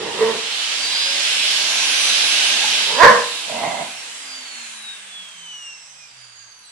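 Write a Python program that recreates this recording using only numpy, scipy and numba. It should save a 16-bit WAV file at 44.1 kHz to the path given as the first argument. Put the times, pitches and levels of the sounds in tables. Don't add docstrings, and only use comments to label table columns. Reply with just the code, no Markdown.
import sys
import numpy as np
from scipy import signal
from scipy.io import wavfile
from scipy.ndimage import uniform_filter1d
from numba import njit

SR = 44100
rng = np.random.default_rng(int(sys.argv[2]) if len(sys.argv) > 2 else 0)


def dump_mix(stems):
    frames = np.atleast_2d(stems).T
    limited = np.clip(frames, -1, 1)
    pcm = np.round(limited * 32767).astype(np.int16)
    wavfile.write(sys.argv[1], SR, pcm)


N = 295911
T = np.arange(N) / SR

# delay in ms, relative left gain, relative right gain.
ECHO_TAPS = [(.4, 0.19, -0.046), (1.6, -0.028, -0.026), (2.9, -0.12, 0.12), (5.6, -0.034, -0.14),
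             (8.7, 0.47, -0.078), (13.1, 0.012, 0.38)]

# time in seconds, pitch in Hz, level in dB, roughness (clipped to 0-1).
WOOF_CONTOUR = [(0, 118.7, -31.5, 1.02), (.16, 130.7, -31.5, .75), (.18, 209, -27.5, 0.57),
                (.205, 221.7, -24.5, .46), (.3, 222.8, -25.5, .4), (.35, 215.9, -29.5, 0.67),
                (.42, 220.6, -43, 0.53)]
BARK_CONTOUR = [(2.781, 100.7, -50.5, 0.84), (2.88, 119.5, -37, .72), (2.951, 189.9, -31, 0.59),
                (2.985, 284.6, -25, .22), (3.015, 343.9, -15, .14), (3.028, 367, -11.5, 0.23),
                (3.035, 510.2, -7, 0.41), (3.092, 525, -11, 0.44), (3.15, 522, -21.5, .5),
                (3.24, 514, -36, 0.64)]
GROWL_CONTOUR = [(3.46, 170, -47, 0.77), (3.5, 169.3, -34, 0.76), (3.57, 174.4, -28.5, 0.76),
                 (3.66, 175.3, -23.5, 0.69), (3.762, 169.5, -29, .72), (3.82, 165.6, -27, .72),
                 (3.901, 152.8, -42.5, 0.96)]
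# throat shut, throat open, mouth shut, mouth open in Hz, pure tone in dB.
CALL_JAWS = [(406, 431, 890, 964, -21), (430, 582, 850, 1040, -26.5), (520, 720, 960, 940, -24)]
# throat width, mouth width, upper mouth centre and width in Hz,
# then mouth, upper mouth, chest, hiss and left minus right in dB.
CALL_TRACTS = [(261.6, 260, 1870, 220, -3.5, -6, -9, -33, -6),
               (278, 170, 1680, 450, 2, 2, -12.5, -13, -7.5),
               (233, 97, 2070, 230, -7, -8.5, -11.5, -32, -6.5)]
# start in seconds, length in seconds, lift in dB.
WOOF_THROBS = [(.203, .046, 31), (.256, .048, 23), (.311, .024, 24)]

# frequency in Hz, relative level in dB, T60 in seconds.
KNOCK_MODES = [(867, 5, 0.053), (1550, -5.5, 0.044), (2940, -4.5, 0.029)]
# start and end in seconds, start pitch, end pitch and width in Hz,
# level in dB, left minus right in dB.
BRUSH_BANDS = [(1.7, 2.6, 10000, 9940, 1000, -33, 3), (4.2, 4.8, 7100, 6800, 600, -43.5, 4),
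               (4.601, 5.1, 9900, 8770, 800, -47.5, 10), (4.897, 6.205, 8360, 7550, 550, -49.5, 1),
               (5.549, 6.142, 5540, 5270, 446, -51.5, -17), (5.201, 6.298, 6310, 5910, 450, -52, -15.5),
               (6.004, 6.746, 4840, 4520, 351.6, -52, -14), (6.046, 6.78, 7400, 5750, 500, -53, -5),
               (6.116, 6.416, 9800, 9020, 200.5, -58, 8), (6.5, 6.748, 10920, 10030, 200, -60.5, 13),
               (6.624, 6.783, 8150, 7940, 61, -51, 1), (6.617, 6.78, 4090, 3940, 100, -53, -2)]
# time in seconds, level in dB.
SHAFT_TONE_DB = [(.75, -68), (1.1, -43.5), (1.3, -53), (2.6, -59), (4.13, -75), (4.25, -58.5), (4.5, -57.5),
                 (5.05, -67), (5.2, -59.5), (5.9, -72.5), (6.2, -61), (6.45, -68), (6.6, -84)]
BLADE_1_DB = [(.3, -48), (.72, -40), (.85, -28.5), (1.0, -30), (1.1, -24), (1.17, -37), (1.6, -35),
              (1.82, -29), (2.3, -32), (2.45, -38), (2.62, -41), (2.72, -33), (3.0, -32), (3.15, -43),
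              (3.5, -45)]
BLADE_2_DB = [(3.9, -60), (3.99, -47), (4.13, -55), (4.28, -41), (4.68, -47), (4.89, -37.5), (5.06, -47),
              (5.18, -41), (5.37, -45), (5.55, -37), (5.68, -38), (5.9, -60), (6.05, -53), (6.15, -78)]
BLADE_4_DB = [(5.1, -78), (5.3, -58), (5.55, -44.5), (5.75, -52.5), (6.0, -64.5)]
# centre in Hz, width in Hz, gain in dB.
CASING_MODES = [(1625, 64, -1), (2110, 100, -7.5), (2680, 200, -9.5), (3010, 88, -11), (3690, 56, -7.5),
                (3935, 112, -13.5)]
# shaft rate in Hz, level in dB, bass lift in dB, treble lift in dB.
RUSH_BY_SPEED = [(102, -57, 5.5, -2), (168.7, -50.5, 3.5, 0), (233, -42, 0.5, 2), (310, -38, 3, 3.5),
                 (399.5, -33, 3.5, 3), (548, -24.5, -1.5, -0.7), (582, -22.5, -1.5, 0.5),
                 (690, -21.5, 0, -0.5)]
# frequency in Hz, relative density in dB.
FAST_RUSH_DB = [(59, -67), (100, -38), (298, -16), (386, -20), (673, -12), (1020, -11), (1640, -9),
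                (1850, -10), (2920, 0.5), (5740, -6), (10000, -16), (11500, -29), (15000, -57.5),
                (22000, -120)]
SLOW_RUSH_DB = [(59, -53.5), (100, -30.5), (203, -18), (295, -24), (1170, -5.5), (2420, -1.5), (2830, -1),
                (4630, -7), (8520, -5), (11000, -23), (14300, -50.5), (22000, -120)]
# frequency in Hz, left-right correlation.
RUSH_CORRELATION = [(60, 1), (130, 1), (270, 1), (560, 0.93), (1190, 0.25), (2510, 0.2), (5300, -0.19),
                    (11200, -0.2)]
# frequency in Hz, left minus right in steps of LEAN_STEP_DB.
RUSH_LEAN = [(60, 6), (110, -13.5), (190, 0), (340, -2), (610, 0.5), (1100, 3.5), (1960, 3.5), (3500, -6.5),
             (6250, 0), (11200, 15.5)]

ROOM_T60_S, ROOM_DAMPING, ROOM_SEND_DB, RUMBLE_DB = 0.45, 0.32, -14, -69.5
POWER_OFF_S, KNOCK_S, KNOCK_DB = 2.616, 2.64, -15.5
BLADES, RUSH_PAN_DB, LEAN_STEP_DB = 9, -3.4, 0.74


def undb(db):
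    return 10 ** (np.asarray(db) / 20)


def unit(x):
    return x / np.sqrt(np.mean(x ** 2))


def curves(rows, **edge):
    times_s, *columns = np.transpose(rows)
    return [np.interp(T, times_s, column, **edge) for column in columns]


def at(rows, hz, column=1):
    rows = np.array(rows)
    return np.interp(np.log(hz), np.log(rows[:, 0]), rows[:, column])


def pan(x, db):
    return x * undb(np.array([db / 2, -db / 2]).reshape(2, -1))


def walk(rate_hz):
    held = np.repeat(rng.standard_normal(int(T[-1] * rate_hz) + 2), 16)
    smooth = uniform_filter1d(uniform_filter1d(held, size=16), size=16)
    return 1.3 * np.interp(T * rate_hz * 16, np.arange(len(held)), smooth)


@njit
def svf(x, hz, width_hz):
    y, band_state, low_state = np.empty(len(x)), 0., 0.
    for i in range(len(x)):
        g, k = np.tan(np.pi * hz[i] / SR), width_hz / hz[i]
        v = (band_state + g * (x[i] + 1e-18 - low_state)) / (1 + g * (g + k))
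        band_state = 2 * v - band_state
        low_state += 2 * g * v
        y[i] = k * v
    return y


def band(x, hz, width_hz):
    hz = hz + np.zeros(N)
    return unit(svf(svf(x, hz, float(width_hz)), hz, float(width_hz)))


def house_rumble():
    return undb(RUMBLE_DB) * np.array([band(rng.standard_normal(N), 46.8, 160) for _ in range(2)])


@njit
def room_reverb(x):
    lags = np.array([613, 787, 941, 1123, 1327, 1531, 1783, 2053])
    gain = 10 ** (-3 * lags / SR / ROOM_T60_S)
    line, damped, out = np.zeros((8, 4096)), np.zeros(8), np.zeros((2, len(x)))
    for i in range(len(x)):
        for k in range(8):
            damped[k] += (1 - ROOM_DAMPING) * (gain[k] * line[k, (i - lags[k]) & 4095] - damped[k])
            out[k % 2, i] += damped[k]
        line[:, i & 4095] = x[i] + 1e-18 + damped - damped.sum() / 4
    return out


def early_echoes(x, echo_db):
    out, mono = x, x.mean(axis=0)
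    for delay_ms, *gains in ECHO_TAPS:
        delayed = np.concatenate([np.zeros(int(delay_ms * SR / 1000)), mono])[:N]
        out = out + undb(echo_db) * np.outer(gains, delayed)
    return out * undb(-1)


@njit
def vocal_folds(hz, rough, chance, jitter, shimmer):
    pulses, phases = np.zeros(len(hz) + 1), np.empty(len(hz))
    phase, cycle = 0., 0
    for i in range(len(hz)):
        step = hz[i] * np.exp(jitter * rough[i] * chance[cycle, 0]) / SR
        phase += step
        if phase >= 1:
            phase, cycle = phase - 1, cycle + 1
            size = np.exp(shimmer * rough[i] * min(chance[cycle, 1], 1.5)) * np.sqrt(SR / hz[i])
            pulses[i] += size * phase / step
            pulses[i + 1] += size * (1 - phase / step)
        phases[i] = phase
    return pulses[:-1], phases


def throb_db(edge_s=.006, sag_db_per_s=90):
    out = 0
    for start_s, length_s, lift_db in WOOF_THROBS:
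        t = T - start_s
        gate = np.clip(t / edge_s, 0, 1) * np.clip((length_s - t) / edge_s, 0, 1)
        out = out + gate * (lift_db - sag_db_per_s * t)
    return out


def dog_call(contour, jaw, tract, harmonic):
    hz, db, rough = curves(contour)
    rough = np.clip(rough, 0, 1)
    throat_shut_hz, throat_open_hz, mouth_shut_hz, mouth_open_hz, tone_db = jaw
    throat_width_hz, mouth_width_hz, upper_hz, upper_width_hz = tract[:4]
    mouth_db, upper_db, chest_db, hiss_db, pan_db = tract[4:]
    jaw_drop = np.maximum.accumulate(db - db[0]) / np.max(db - db[0])
    throat_hz = throat_shut_hz + (throat_open_hz - throat_shut_hz) * jaw_drop
    mouth_hz = mouth_shut_hz + (mouth_open_hz - mouth_shut_hz) * jaw_drop
    tone_db = tone_db + throb_db()
    effort_db = db + tone_db.clip(0)
    opening_db = 0.28 * (effort_db - effort_db.max())
    chance = np.clip(rng.standard_normal((N // 40, 2)), -2, 2)
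    pulses, phase = vocal_folds(hz, rough, chance, jitter=.25, shimmer=.45)
    breath = 1.93 * rng.standard_normal(N) * np.exp(-phase / .5)
    source = (1.2 - rough) * pulses + rough * breath
    voice = (band(source, throat_hz, throat_width_hz)
             + undb(mouth_db) * band(source, mouth_hz, mouth_width_hz)
             + undb(upper_db + opening_db) * band(source, upper_hz, upper_width_hz)
             + undb(chest_db) * band(source, 210, 194)
             + undb(hiss_db) * band(source, 3206, 3500))
    tone = np.sqrt(2) * np.sin(2 * np.pi * harmonic * np.cumsum(hz) / SR)
    voice += tone * undb(tone_db) * 2 * (1 - rough)
    gate = (T >= contour[0][0]) & (T < contour[-1][0])
    return pan(voice * undb(db) * gate, pan_db)


def switch_knock():
    t = np.maximum(T - KNOCK_S, 0)
    ring = sum(undb(db - 60 * t / t60_s) * np.sin(2 * np.pi * hz * t) for hz, db, t60_s in KNOCK_MODES)
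    chatter = 1 + 0.95 * walk(600)
    attack = 1 - np.exp(-t / 0.0013)
    return undb(KNOCK_DB) * ring * chatter * attack


def brush_squeals():
    out = 0
    for start_s, end_s, start_hz, end_hz, width_hz, db, pan_db in BRUSH_BANDS:
        progress = np.clip((T - start_s) / (end_s - start_s), 0, 1)
        hz = start_hz + (end_hz - start_hz) * progress
        pair = np.array([band(rng.standard_normal(N), hz, width_hz) for _ in range(2)])
        swell = np.sqrt(np.abs(np.sin(np.pi * progress))) * (progress < 1)
        out = out + pan(pair * swell * undb(db + 2.2 * walk(16)), pan_db)
    return out


def shaft_speed_hz(full_hz=712.4, ease_hz=24.8, drag_per_turn=.001158, friction_hz_per_s=31.7):
    ramp_hz = 425.5 + 122.1 * T - 75.3 * np.exp(-T / .383)
    powered_hz = -ease_hz * np.logaddexp(-ramp_hz / ease_hz, -full_hz / ease_hz)
    balance_hz = np.sqrt(friction_hz_per_s / drag_per_turn)
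    off_angle = np.arctan(np.interp(POWER_OFF_S, T, powered_hz) / balance_hz)
    angle = off_angle - drag_per_turn * balance_hz * np.maximum(T - POWER_OFF_S, 0)
    return np.where(T < POWER_OFF_S, powered_hz, balance_hz * np.tan(angle))


def motor_whine(shaft_hz):
    shaft_rad = 2 * np.pi * np.cumsum(shaft_hz * (1 + 0.00083 * walk(40))) / SR
    contours = SHAFT_TONE_DB, BLADE_1_DB, BLADE_2_DB, BLADE_4_DB
    out = 0
    for order, contour in zip((1, BLADES, 2 * BLADES, 4 * BLADES), contours):
        db = curves(contour, left=-90, right=-90)[0]
        spread = min(order / BLADES, 1)
        skew_rad = spread * (.5 + .25 * walk(3)) * np.array([[1], [-1]])
        tone = np.sqrt(2) * np.sin(order * shaft_rad + skew_rad) * undb(db + 3 * walk(16))
        out = out + pan(tone, spread * 2.5 * walk(4) - 2.5)
    return out


def casing(x):
    return x + sum(undb(db) * np.array([svf(channel, np.full(N, float(hz)), float(width_hz))
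                                        for channel in x]) for hz, width_hz, db in CASING_MODES)


def air_rush(shaft_hz):
    level_db, bass_db, treble_db = (at(RUSH_BY_SPEED, shaft_hz, column) for column in (1, 2, 3))
    treble_db -= 6.5 * np.exp(-T / 0.45)
    fast = np.clip(np.log(shaft_hz / 190) / np.log(560 / 190), 0, 1)
    swell_db = .5 * walk(9)
    out, reference_power = 0, 0
    for hz in 63 * 2 ** np.arange(0, 7.7, 1 / 3):
        third = signal.butter(2, [hz / 2 ** (1 / 6), hz * 2 ** (1 / 6)], "band", fs=SR, output="sos")
        mid, side = (unit(signal.sosfilt(third, rng.standard_normal(N))) for _ in range(2))
        correlation = np.clip(at(RUSH_CORRELATION, hz), -.98, .98)
        pair = np.sqrt(1 + correlation) * mid + np.sqrt(1 - correlation) * side * np.array([[1], [-1]])
        db = fast * at(FAST_RUSH_DB, hz) + (1 - fast) * at(SLOW_RUSH_DB, hz) + 10 * np.log10(hz)
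        db += bass_db * np.clip(np.log2(2000 / hz), 0, 1)
        db += treble_db * np.clip(np.log2(hz / 5000), 0, 1)
        if 2300 < hz < 6000:
            reference_power += undb(db) ** 2
        wobble_db = swell_db + 1.1 * walk(9)
        out = out + pan(pair * undb(db + wobble_db), at(RUSH_LEAN, hz) * LEAN_STEP_DB)
    return pan(out * undb(level_db) / np.sqrt(reference_power), RUSH_PAN_DB)


def scene():
    shaft_hz = shaft_speed_hz()
    vacuum = casing(air_rush(shaft_hz)) + brush_squeals() + switch_knock()
    vacuum = early_echoes(vacuum, echo_db=-2) + motor_whine(shaft_hz)
    contours, harmonics = (WOOF_CONTOUR, BARK_CONTOUR, GROWL_CONTOUR), (2, 1, 1)
    calls = sum(map(dog_call, contours, CALL_JAWS, CALL_TRACTS, harmonics))
    sources = vacuum + early_echoes(calls, echo_db=0.5)
    return sources + room_reverb(undb(ROOM_SEND_DB) * sources.mean(axis=0)) + house_rumble()


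def record(dry):
    low_cut = signal.butter(1, 60, "high", fs=SR, output="sos")
    high_cut = signal.ellip(12, .3, 70, 11500, fs=SR, output="sos")
    clipped = np.clip(signal.sosfilt(low_cut, dry), -1, 1)
    return signal.sosfilt(high_cut, clipped)


dry = scene()
out = record(dry)
dump_mix(out)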